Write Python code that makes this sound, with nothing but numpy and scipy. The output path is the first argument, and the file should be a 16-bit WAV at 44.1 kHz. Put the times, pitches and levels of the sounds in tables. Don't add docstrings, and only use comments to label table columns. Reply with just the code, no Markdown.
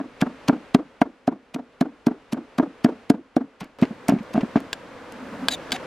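import sys
import numpy as np
from scipy import signal
from scipy.fft import rfft, irfft, next_fast_len
from scipy.io import wavfile
from scipy.ndimage import map_coordinates

SR = 44100
rng = np.random.default_rng(int(sys.argv[2]) if len(sys.argv) > 2 else 0)


def wav_out(sig):
    wavfile.write(sys.argv[1], SR, np.round(np.clip(np.atleast_2d(sig).T, -1, 1) * 32767).astype(np.int16))


N = 258426
TIME = np.arange(N) / SR
AGE = np.arange(SR // 5) / SR


def amp(db):
    return 10 ** (np.asarray(db) / 20)


def unit(x):
    return x / np.sqrt(np.mean(x ** 2) + 1e-20)


def along(points, hz):
    f, v = np.transpose(points)
    return np.interp(np.log(hz + 1), np.log(f + 1), v)


def level(rows):
    return amp(np.interp(TIME, *np.transpose(rows)))


def wobble(rate):
    knots = rng.standard_normal(int(N * rate / SR) + 4)
    return map_coordinates(knots, [TIME * rate])


def filtered(x, response):
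    size = x.shape[-1]
    padded = next_fast_len(size + SR // 5)
    hz = np.fft.rfftfreq(padded, 1 / SR)
    return irfft(rfft(x, padded) * response(hz), padded)[..., :size]


def coloured(x, spectrum):
    return unit(filtered(x, lambda hz: amp(along(spectrum, hz))))


def hiss():
    return rng.standard_normal(len(AGE))


def decay(t60):
    return amp(-60 * AGE / t60)


def onset(attack):
    return 1 - np.exp(-AGE / attack)


def add(track, s, sound):
    start = round(s * SR)
    sound, start = sound[max(-start, 0):], max(start, 0)
    track[start:start + len(sound)] += sound[:N - start]


def grains(size, spread_db):
    sizes = amp(spread_db * rng.standard_normal(size))
    return unit(rng.standard_normal(size) * sizes)


def ring(modes, attack, scatter_db, detune):
    hz, db, t60 = np.transpose(modes)[:, :, None]
    size, shift = rng.standard_normal((2, len(modes), 1))
    sign = np.where(np.arange(len(modes)) % 2, -1, 1)[:, None]
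    envelope = amp(db + scatter_db * size - 60 * AGE / t60)
    tones = np.sin(2 * np.pi * hz * (1 + detune * shift) * AGE)
    wave = np.sum(sign * envelope * tones, 0) * onset(attack)
    return wave / np.abs(wave).max()


# (f/Hz, left-right correlation)
RUSH_LIKENESS = [(30, .6), (120, 0.92), (500, 0.9), (2000, 0.84), (8000, 0.36)]


def stereo_rush(spectrum, flutter_db=.4):
    def turn(hz):
        return np.arccos(np.clip(along(RUSH_LIKENESS, hz), -1, 1)) / 2

    noise = rng.standard_normal((2, N))
    mid, side = filtered(noise, lambda hz: np.array([np.cos(turn(hz)), np.sin(turn(hz))]))
    return coloured(np.array([mid + side, mid - side]), spectrum) * amp(flutter_db * wobble(8.8))


# (f/Hz, relative level/dB)
RUSH_BEFORE_COLOUR = [(15, -52), (25, -7.5), (190, -10), (256, -1), (335, -9), (451, -1), (545, -3),
                      (677, -7), (1480, -9.5), (1890, -12.5), (2760, -15.5), (3080, -18.5), (9840, -38),
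                      (12500, -45.5), (16000, -84)]
RUSH_AFTER_COLOUR = [(15, -42), (25, -14.5), (200, -5), (270, 0), (394, -6.5), (489, 1), (754, -9),
                     (988, -7), (1610, -10.5), (2410, -16.5), (2690, -18), (7510, -34), (11600, -42.5),
                     (13600, -49), (16000, -64)]
# (t/s, level/dB)
RUSH_BEFORE_LEVEL = [(0.0, -51), (0.45, -47.5), (0.69, -49), (0.81, -54.5), (1.32, -60), (2.87, -51),
                     (3.04, -51.5), (3.19, -59.5), (3.77, -57)]
RUSH_AFTER_LEVEL = [(3.79, -41), (3.97, -46), (4.48, -41.5), (4.85, -43.5), (5.86, -37.5)]
RUSH_STEP_S = 3.787
RUSH_BEFORE_TRIM_DB, RUSH_AFTER_TRIM_DB = 2, 1


def background_rush():
    before = amp(RUSH_BEFORE_TRIM_DB) * level(RUSH_BEFORE_LEVEL) * stereo_rush(RUSH_BEFORE_COLOUR)
    after = amp(RUSH_AFTER_TRIM_DB) * level(RUSH_AFTER_LEVEL) * stereo_rush(RUSH_AFTER_COLOUR)
    return np.where(TIME < RUSH_STEP_S, before, after)


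# (ratio to thump pitch, relative level/dB, ratio to thump t60)
THUMP_MODES = [(0.9726, 15, 0.79), (0.692, -29.5, 3.3), (2.2, -24, 1.1), (1.64, -13.5, 2.27)]


def thump(pitch_hz, t60, attack=0.0094):
    modes = [(pitch_hz * ratio, db, t60 * life) for ratio, db, life in THUMP_MODES]
    return -ring(modes, attack, scatter_db=1.2, detune=.01)


# (f/Hz, relative level/dB, t60/s)
BOWL_MODES = [(601, -4.5, 0.044), (695, 1.5, 0.031), (801, -8, 0.02)]


def knock():
    return ring(BOWL_MODES, attack=.0008, scatter_db=2, detune=.025)


# (f/Hz, relative level/dB, t60/s)
EDGE_MODES = [(939, -7, 0.076), (1180, 0, 0.025), (1390, -7.5, 0.054), (1608, 2, 0.025),
              (2090, -26.5, 0.0067), (2200, -16, 0.054)]
# (f/Hz, relative level/dB)
TIMBER_COLOUR = [(200, -50), (450, -2), (800, 9.5), (1500, 2), (2100, -10.5), (3000, -15.5), (5000, -25.5),
                 (10000, -44)]


def edge(t60=0.031):
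    clatter = coloured(hiss(), TIMBER_COLOUR) * decay(t60) * onset(0.00021)
    note = ring(EDGE_MODES, attack=.0003, scatter_db=2.5, detune=.03)
    return amp(-6) * note + amp(-7.0) * clatter


# (f/Hz, level re thump/dB, t60/s)
BENCH_MODES = [(130, -5.5, 0.023), (48, -33, 0.14)]
THUMP_T60_S, SOFT_BLOW_LENGTHENING = .029, 0.23


def blow(db, pitch_hz, knock_db, edge_db, lag, rebound_db, rebound_hz=272, rebound_t60=0.036):
    push = sum(amp(gain) * decay(t60) * np.sin(2 * np.pi * hz * AGE) for hz, gain, t60 in BENCH_MODES)
    push = push * onset(0.0071)
    first = thump(pitch_hz, THUMP_T60_S * amp(-SOFT_BLOW_LENGTHENING * db)) + push
    first = first + amp(knock_db) * knock() + amp(edge_db) * edge()
    second = thump(rebound_hz, rebound_t60) + amp(-12.5) * knock() + amp(-8.5) * edge()
    delayed = np.pad(second, (round(abs(lag) * SR), 0))[:len(AGE)]
    return amp(db) * (first + amp(rebound_db) * delayed)


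# (t/s, thump level/dB, thump pitch f/Hz,
# knock re thump/dB, bare wood re thump/dB, second contact delay/s, second contact re thump/dB,
# rocking level/dB, crunch level/dB before its trim, time spent crushing/s)
STROKES_PLAYED = [(0.0, -23, 269, -5, -4, .0105, 3.5, -31.5, -46, .001),
                  (0.2215, -6, 220, -11.5, -7.5, 0.008, -6.5, -19.5, -24, 0.0075),
                  (0.4872, -7.5, 233, -15.5, -7, 0.0072, 5, -18.5, -20.5, 0.0035),
                  (0.747, 0.5, 254, -11.5, -9.5, 0.012, -17, -22.5, -20.5, 0.00016),
                  (1.0156, -4.5, 271, -1, 1, 0.01, -18.5, -29, -28, 0.00032),
                  (1.2773, -9.5, 252, -0.5, -11, 0.0077, -3.5, -24, -33.5, 0.0019),
                  (1.547, -22, 224.5, -24, -11.5, 0.013, 4, -28, -29, 0.0019),
                  (1.811, -6, 242, -9.5, -7, 0.012, -8, -25, -26, 0.00059),
                  (2.0685, -3.5, 259.5, -19, -16, 0.013, -10.5, -23.5, -28.5, .001),
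                  (2.329, -13, 245, -20, -16, 0.014, -8.5, -24, -29.5, .0035),
                  (2.5847, -12, 243, -6.5, -4, .0124, 6.5, -17, -28, 0.00096),
                  (2.846, -1.5, 259, -15, -14, 0.013, -8, -18, -23.5, 0.0006),
                  (3.101, 0, 268, -14, -18, .0141, -16, -24, -22, 0.00028),
                  (3.3654, -5.5, 288, -6, -15, 0.012, -11, -24, -35, 0.00041),
                  (3.6136, -26.5, 195.7, -10, -6, 0.016, -4, -43.5, -36.5, .006),
                  (3.8229, -2, 230, -18, -26.5, 0.009, -9, -37, -40.5, 0.0065),
                  (4.0888, -5.5, 246.4, -7, -9, .011, -4.5, -36, -42, 0.0006),
                  (4.3442, -16.5, 234, -9.5, -9, .0093, 2, -28, -38, 0.0066),
                  (4.5571, -4, 254.5, -13, -11.5, 0.014, -8.5, -32, -56.5, 0.00086)]
# (t/s, level/dB, pitch f/Hz, knock re thump/dB)
BOWL_BUMPS = [(3.907, -22, 229, -16), (4.1209, -8, 251, -9), (4.1354, -9.5, 215, -31),
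              (4.1617, -18, 237, -13), (4.2047, -24.5, 222, -23), (4.3585, -12, 237, -10),
              (4.3767, -8.5, 261, -8), (4.431, -11.5, 229, -16)]
BUMP_LAG_S, BUMP_REBOUND_DB, BUMP_EDGE_DB = 0.015, -13.5, -7.5


def pestle():
    out = np.zeros(N)
    for s, db, pitch_hz, knock_db, edge_db, lag, rebound_db, *_ in STROKES_PLAYED:
        add(out, s, blow(db, pitch_hz, knock_db, edge_db, lag, rebound_db))
    for s, db, pitch_hz, knock_db in BOWL_BUMPS:
        edge_db = knock_db + BUMP_EDGE_DB
        add(out, s, blow(db, pitch_hz, knock_db, edge_db, BUMP_LAG_S, BUMP_REBOUND_DB))
    return out


# (f/Hz, relative level/dB)
CRUNCH_COLOUR = [(150, -12), (600, 7.5), (1500, -2.5), (2500, 1), (4500, -2), (7000, -8.5), (10500, -13),
                 (14000, -18), (16000, -36.5)]
CRUMBLE_DB, CRUMBLE_S = -18.5, .007


def crackle(rise, release, treble_db):
    t = AGE - AGE.mean()
    fractures = grains(len(t), spread_db=4.5)
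    tilt = [(3000, 0.092), (10000, 0.83)]  # (Hz, share of treble_db)
    sound = filtered(fractures, lambda hz: amp(along(CRUNCH_COLOUR, hz) + treble_db * along(tilt, hz)))
    before, after = np.maximum(-t, 0), np.maximum(t, 0)
    fall = np.exp(-after / release) + amp(CRUMBLE_DB) * np.exp(-after / CRUMBLE_S)
    return unit(sound) * np.exp(-before / rise) * fall


# (t/s, level/dB)
SEED_SNAPS = [(2.333, -34), (3.644, -47.5), (4.0848, -21), (4.096, -29), (4.232, -55), (4.604, -44.5),
              (5.123, -44)]
CRUNCH_LAG_S, CRUNCH_RISE_S, CRUNCH_RELEASE_S, CRUNCH_SPREAD = .001, .0018, 0.0014, 0.21
COARSE_TREBLE_DB, FINER_DB_PER_S = -8.5, 2
SNAP_RISE_S, SNAP_TREBLE_DB = 0.0012, 8.5


def crushing(trim_db=2):
    out = np.zeros(N)
    for s, *_, db, crush_s in STROKES_PLAYED:
        slower = CRUNCH_SPREAD * abs(crush_s)
        treble_db = COARSE_TREBLE_DB + FINER_DB_PER_S * s
        burst = crackle(CRUNCH_RISE_S + slower, CRUNCH_RELEASE_S + slower, treble_db)
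        add(out, s + CRUNCH_LAG_S - crush_s - AGE.mean(), amp(db) * burst)
    for s, db in SEED_SNAPS:
        snap = crackle(SNAP_RISE_S, CRUNCH_RELEASE_S, SNAP_TREBLE_DB)
        add(out, s - AGE.mean(), amp(db) * snap)
    return amp(trim_db) * out


# (f/Hz, relative level/dB)
GRIT_COLOUR = [(150, -5), (350, 7.5), (800, 4), (1400, -4), (2000, -17), (3000, -25.5), (5000, -33),
               (10000, -45.5)]
ROCK_DELAY_S, ROCK_CLATTER_DB = .047, -3


def rocking(pitch_hz=268, t60=0.05, period=.033, loss_db=10.0, spread=0.00973, width=0.013, count=4, size=3):
    out, t = np.zeros(N), AGE - .1
    for s, *_, db, _, _ in STROKES_PLAYED:
        for bump in range(count):
            when = s + ROCK_DELAY_S + bump * period
            bump_db = db - bump * loss_db
            grit = coloured(grains(len(t), spread_db=0.5), GRIT_COLOUR) / np.cosh(2 * t / width)
            add(out, when - .007, amp(bump_db - 2.5) * thump(pitch_hz, t60, attack=0.036))
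            add(out, when + t[0], amp(bump_db + ROCK_CLATTER_DB - 3.6 * bump - 7.5) * grit)
            for lag, force in zip(rng.uniform(-0.988, 1, size), rng.standard_normal(size)):
                clatter = amp(ROCK_CLATTER_DB - 2 * bump - 16) * knock()
                plank_hz = pitch_hz * np.exp(0.134 * rng.standard_normal())
                plank = amp(-5.5) * thump(plank_hz, t60=0.056)
                add(out, when + spread * lag, amp(bump_db + 2 * force) * (clatter + plank))
    return out


# (t/s, level/dB, t60/s)
PULP_SQUELCHES = [(3.606, -37, 0.19), (3.824, -23.5, 0.07), (3.852, -27.5, 0.023), (4.09, -33.5, 0.24),
                  (4.186, -38.5, .06), (4.358, -33.5, 0.15), (4.407, -25.5, 0.044), (4.56, -31.5, 0.13)]
# (f/Hz, relative level/dB)
PASTE_COLOUR = [(200, 7), (700, 10.5), (1500, 3.5), (2500, 4), (3500, -6.5), (5000, -11.5), (8000, -24),
                (14000, -38.5), (16000, -47)]


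def squelching(attack=0.00097):
    out = np.zeros(N)
    for s, db, t60 in PULP_SQUELCHES:
        pulp = coloured(grains(len(AGE), spread_db=7.5), PASTE_COLOUR)
        add(out, s, amp(db + 2) * decay(t60) * onset(attack) * pulp)
    return out


# (t/s, level/dB, chatter re tap/dB, wood note re tap/dB before a 17.5 dB cut)
UTENSIL_TAPS = [(4.7299, -8, -22, -1.5), (5.4845, -1, -29, -15), (5.708, -31.5, -23, -25),
                (5.7198, -4.5, -6.5, -18)]
# (f/Hz, relative level/dB, t60/s)
UTENSIL_MODES = [(672, -6, 0.069), (1608, 8, 0.034), (2220, -27, 0.021), (2670, -24, 0.0062),
                 (2980, -21, 0.049), (3470, 9, 0.016), (3920, -24, 0.022), (4700, 15.5, 0.0068),
                 (5110, -8.5, 0.023), (6460, -20, 0.022), (7480, -1.5, 0.037), (9070, -15, 0.035),
                 (12800, -8, 0.021), (12400, -23, .012)]
# (f/Hz, relative level/dB)
SNAP_COLOUR = [(300, -10), (900, -10), (1700, -5), (3300, 1.5), (4800, -2.5), (6000, -11.5), (8000, -12),
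               (12500, -24), (16000, -32)]


def tapping(chatter_s=0.0064, snap_t60=0.002, rattle_t60=0.024):
    out = np.zeros(N)
    for s, db, chatter_db, wood_db in UTENSIL_TAPS:
        for lag, contact_db in [(0, db), (chatter_s, db + chatter_db)]:
            snap_fall = amp(-6.5) * decay(snap_t60) + amp(-14.0) * decay(rattle_t60)
            crack = snap_fall * coloured(hiss(), SNAP_COLOUR)
            dull = amp(wood_db - 17.5) * decay(0.026) * coloured(hiss(), TIMBER_COLOUR)
            note = amp(-7.5) * ring(UTENSIL_MODES, attack=.00005, scatter_db=1.5, detune=.008)
            add(out, s + lag, amp(contact_db) * (crack + dull + note))
    return out


# (t/s of the peak, level/dB, rise/s, fall/s)
RUB_AND_LOW_THUMP = [(5.42, -34.5, 0.21, .11), (5.729, -28, 0.0056, 0.014)]
# (f/Hz, relative level/dB)
LOW_MURMUR_COLOUR = [(80, -46), (170, -11.5), (255, 2), (340, -22), (500, -20), (700, -18.5), (1500, -25),
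                     (4000, -50)]


def rubbing():
    swell = np.zeros(N)
    for s, db, rise, fall in RUB_AND_LOW_THUMP:
        width = np.where(TIME < s, rise, fall)
        swell += amp(db) * np.exp(-((TIME - s) / width) ** 2)
    return swell * amp(1.3 * wobble(35)) * coloured(grains(N, spread_db=-1), LOW_MURMUR_COLOUR)


# (t/s, length/s, level/dB, squeak re rasp/dB, squeak pitch ratio)
UTENSIL_SCRAPES = [(5.499, 0.059, -35, 6, 1.02), (5.725, 0.048, -35, -4, 0.99),
                   (5.755, .016, -32.5, -15.5, .9)]
# (f/Hz, width/Hz, relative level/dB)
SQUEAK_MODES = [(3870, 220, -2.5), (4600, 280, -10), (6470, 590, -12), (7300, 330, -16.5),
                (10150, 700, -18), (13700, 300, -20)]
# (f/Hz, relative level/dB)
RASP_COLOUR = [(200, -22), (500, -18), (750, 18), (1100, -17), (1700, 5.5), (2400, 2), (3600, -3.5),
               (5500, -11), (8000, -20), (14000, -30), (16000, -52)]


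def scraping(sag=0.13):
    def resonances(f):
        return sum(amp(db) * 1j * f * w / (c * c - f * f + 1j * f * w) for c, w, db in SQUEAK_MODES)

    def sharpened(f):
        return resonances(f) * np.sqrt(np.abs(resonances(f)))

    out = np.zeros(N)
    for s, length, db, squeak_db, pitch in UTENSIL_SCRAPES:
        progress = np.minimum(AGE / length, 1)
        slips = grains((2, len(AGE)), spread_db=4.5)
        squeak = unit(filtered(slips[0], sharpened))
        squeak = map_coordinates(squeak, [pitch * np.cumsum(1 - sag * progress ** 4)])
        stroke = np.abs(np.sin(np.pi * progress)) ** 0.89 * amp(1.5 * wobble(210)[:len(AGE)])
        rasp = coloured(slips[1], RASP_COLOUR)
        add(out, s, amp(db) * stroke * (rasp + amp(squeak_db) * squeak))
    return out


def bass_thinned(x, low_cut_hz=90, leak_db=-7):
    thin = signal.lfilter(*signal.butter(2, low_cut_hz, "high", fs=SR), x)
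    return thin + amp(leak_db) * (x - thin)


def placed(x, lead_ms, pan_db):
    side = np.array([[.5], [-.5]])
    return amp(side * pan_db) * filtered(x, lambda hz: np.exp(2j * np.pi * hz * side * lead_ms / 10 ** 3))


def surroundings(x, t60=0.041):
    dulling = [(150, -0.5), (600, -2.5), (3000, -3.5), (12000, -7)]  # (Hz, dB)
    tail = filtered(rng.standard_normal((2, len(AGE))), lambda hz: amp(along(dulling, hz)))
    tail = tail * decay(t60) * (AGE > .003)
    return signal.fftconvolve(x[None], tail / np.linalg.norm(tail[0]), axes=1)[:, :N]


def scene():
    wood = bass_thinned(pestle() + rocking() + rubbing())
    food = crushing() + squelching()
    utensil = tapping() + scraping()
    direct = placed(wood, lead_ms=0.03, pan_db=0.0)
    direct = direct + placed(food, lead_ms=0.0066, pan_db=.3)
    direct = direct + placed(utensil, lead_ms=0.021, pan_db=1)
    return direct + amp(-22.5) * surroundings(wood + food + utensil) + background_rush()


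TOP_HZ = 16300


def record(dry):
    return filtered(np.clip(dry, -.99, .99), lambda hz: hz < TOP_HZ)


dry = scene()
out = record(dry)
wav_out(out)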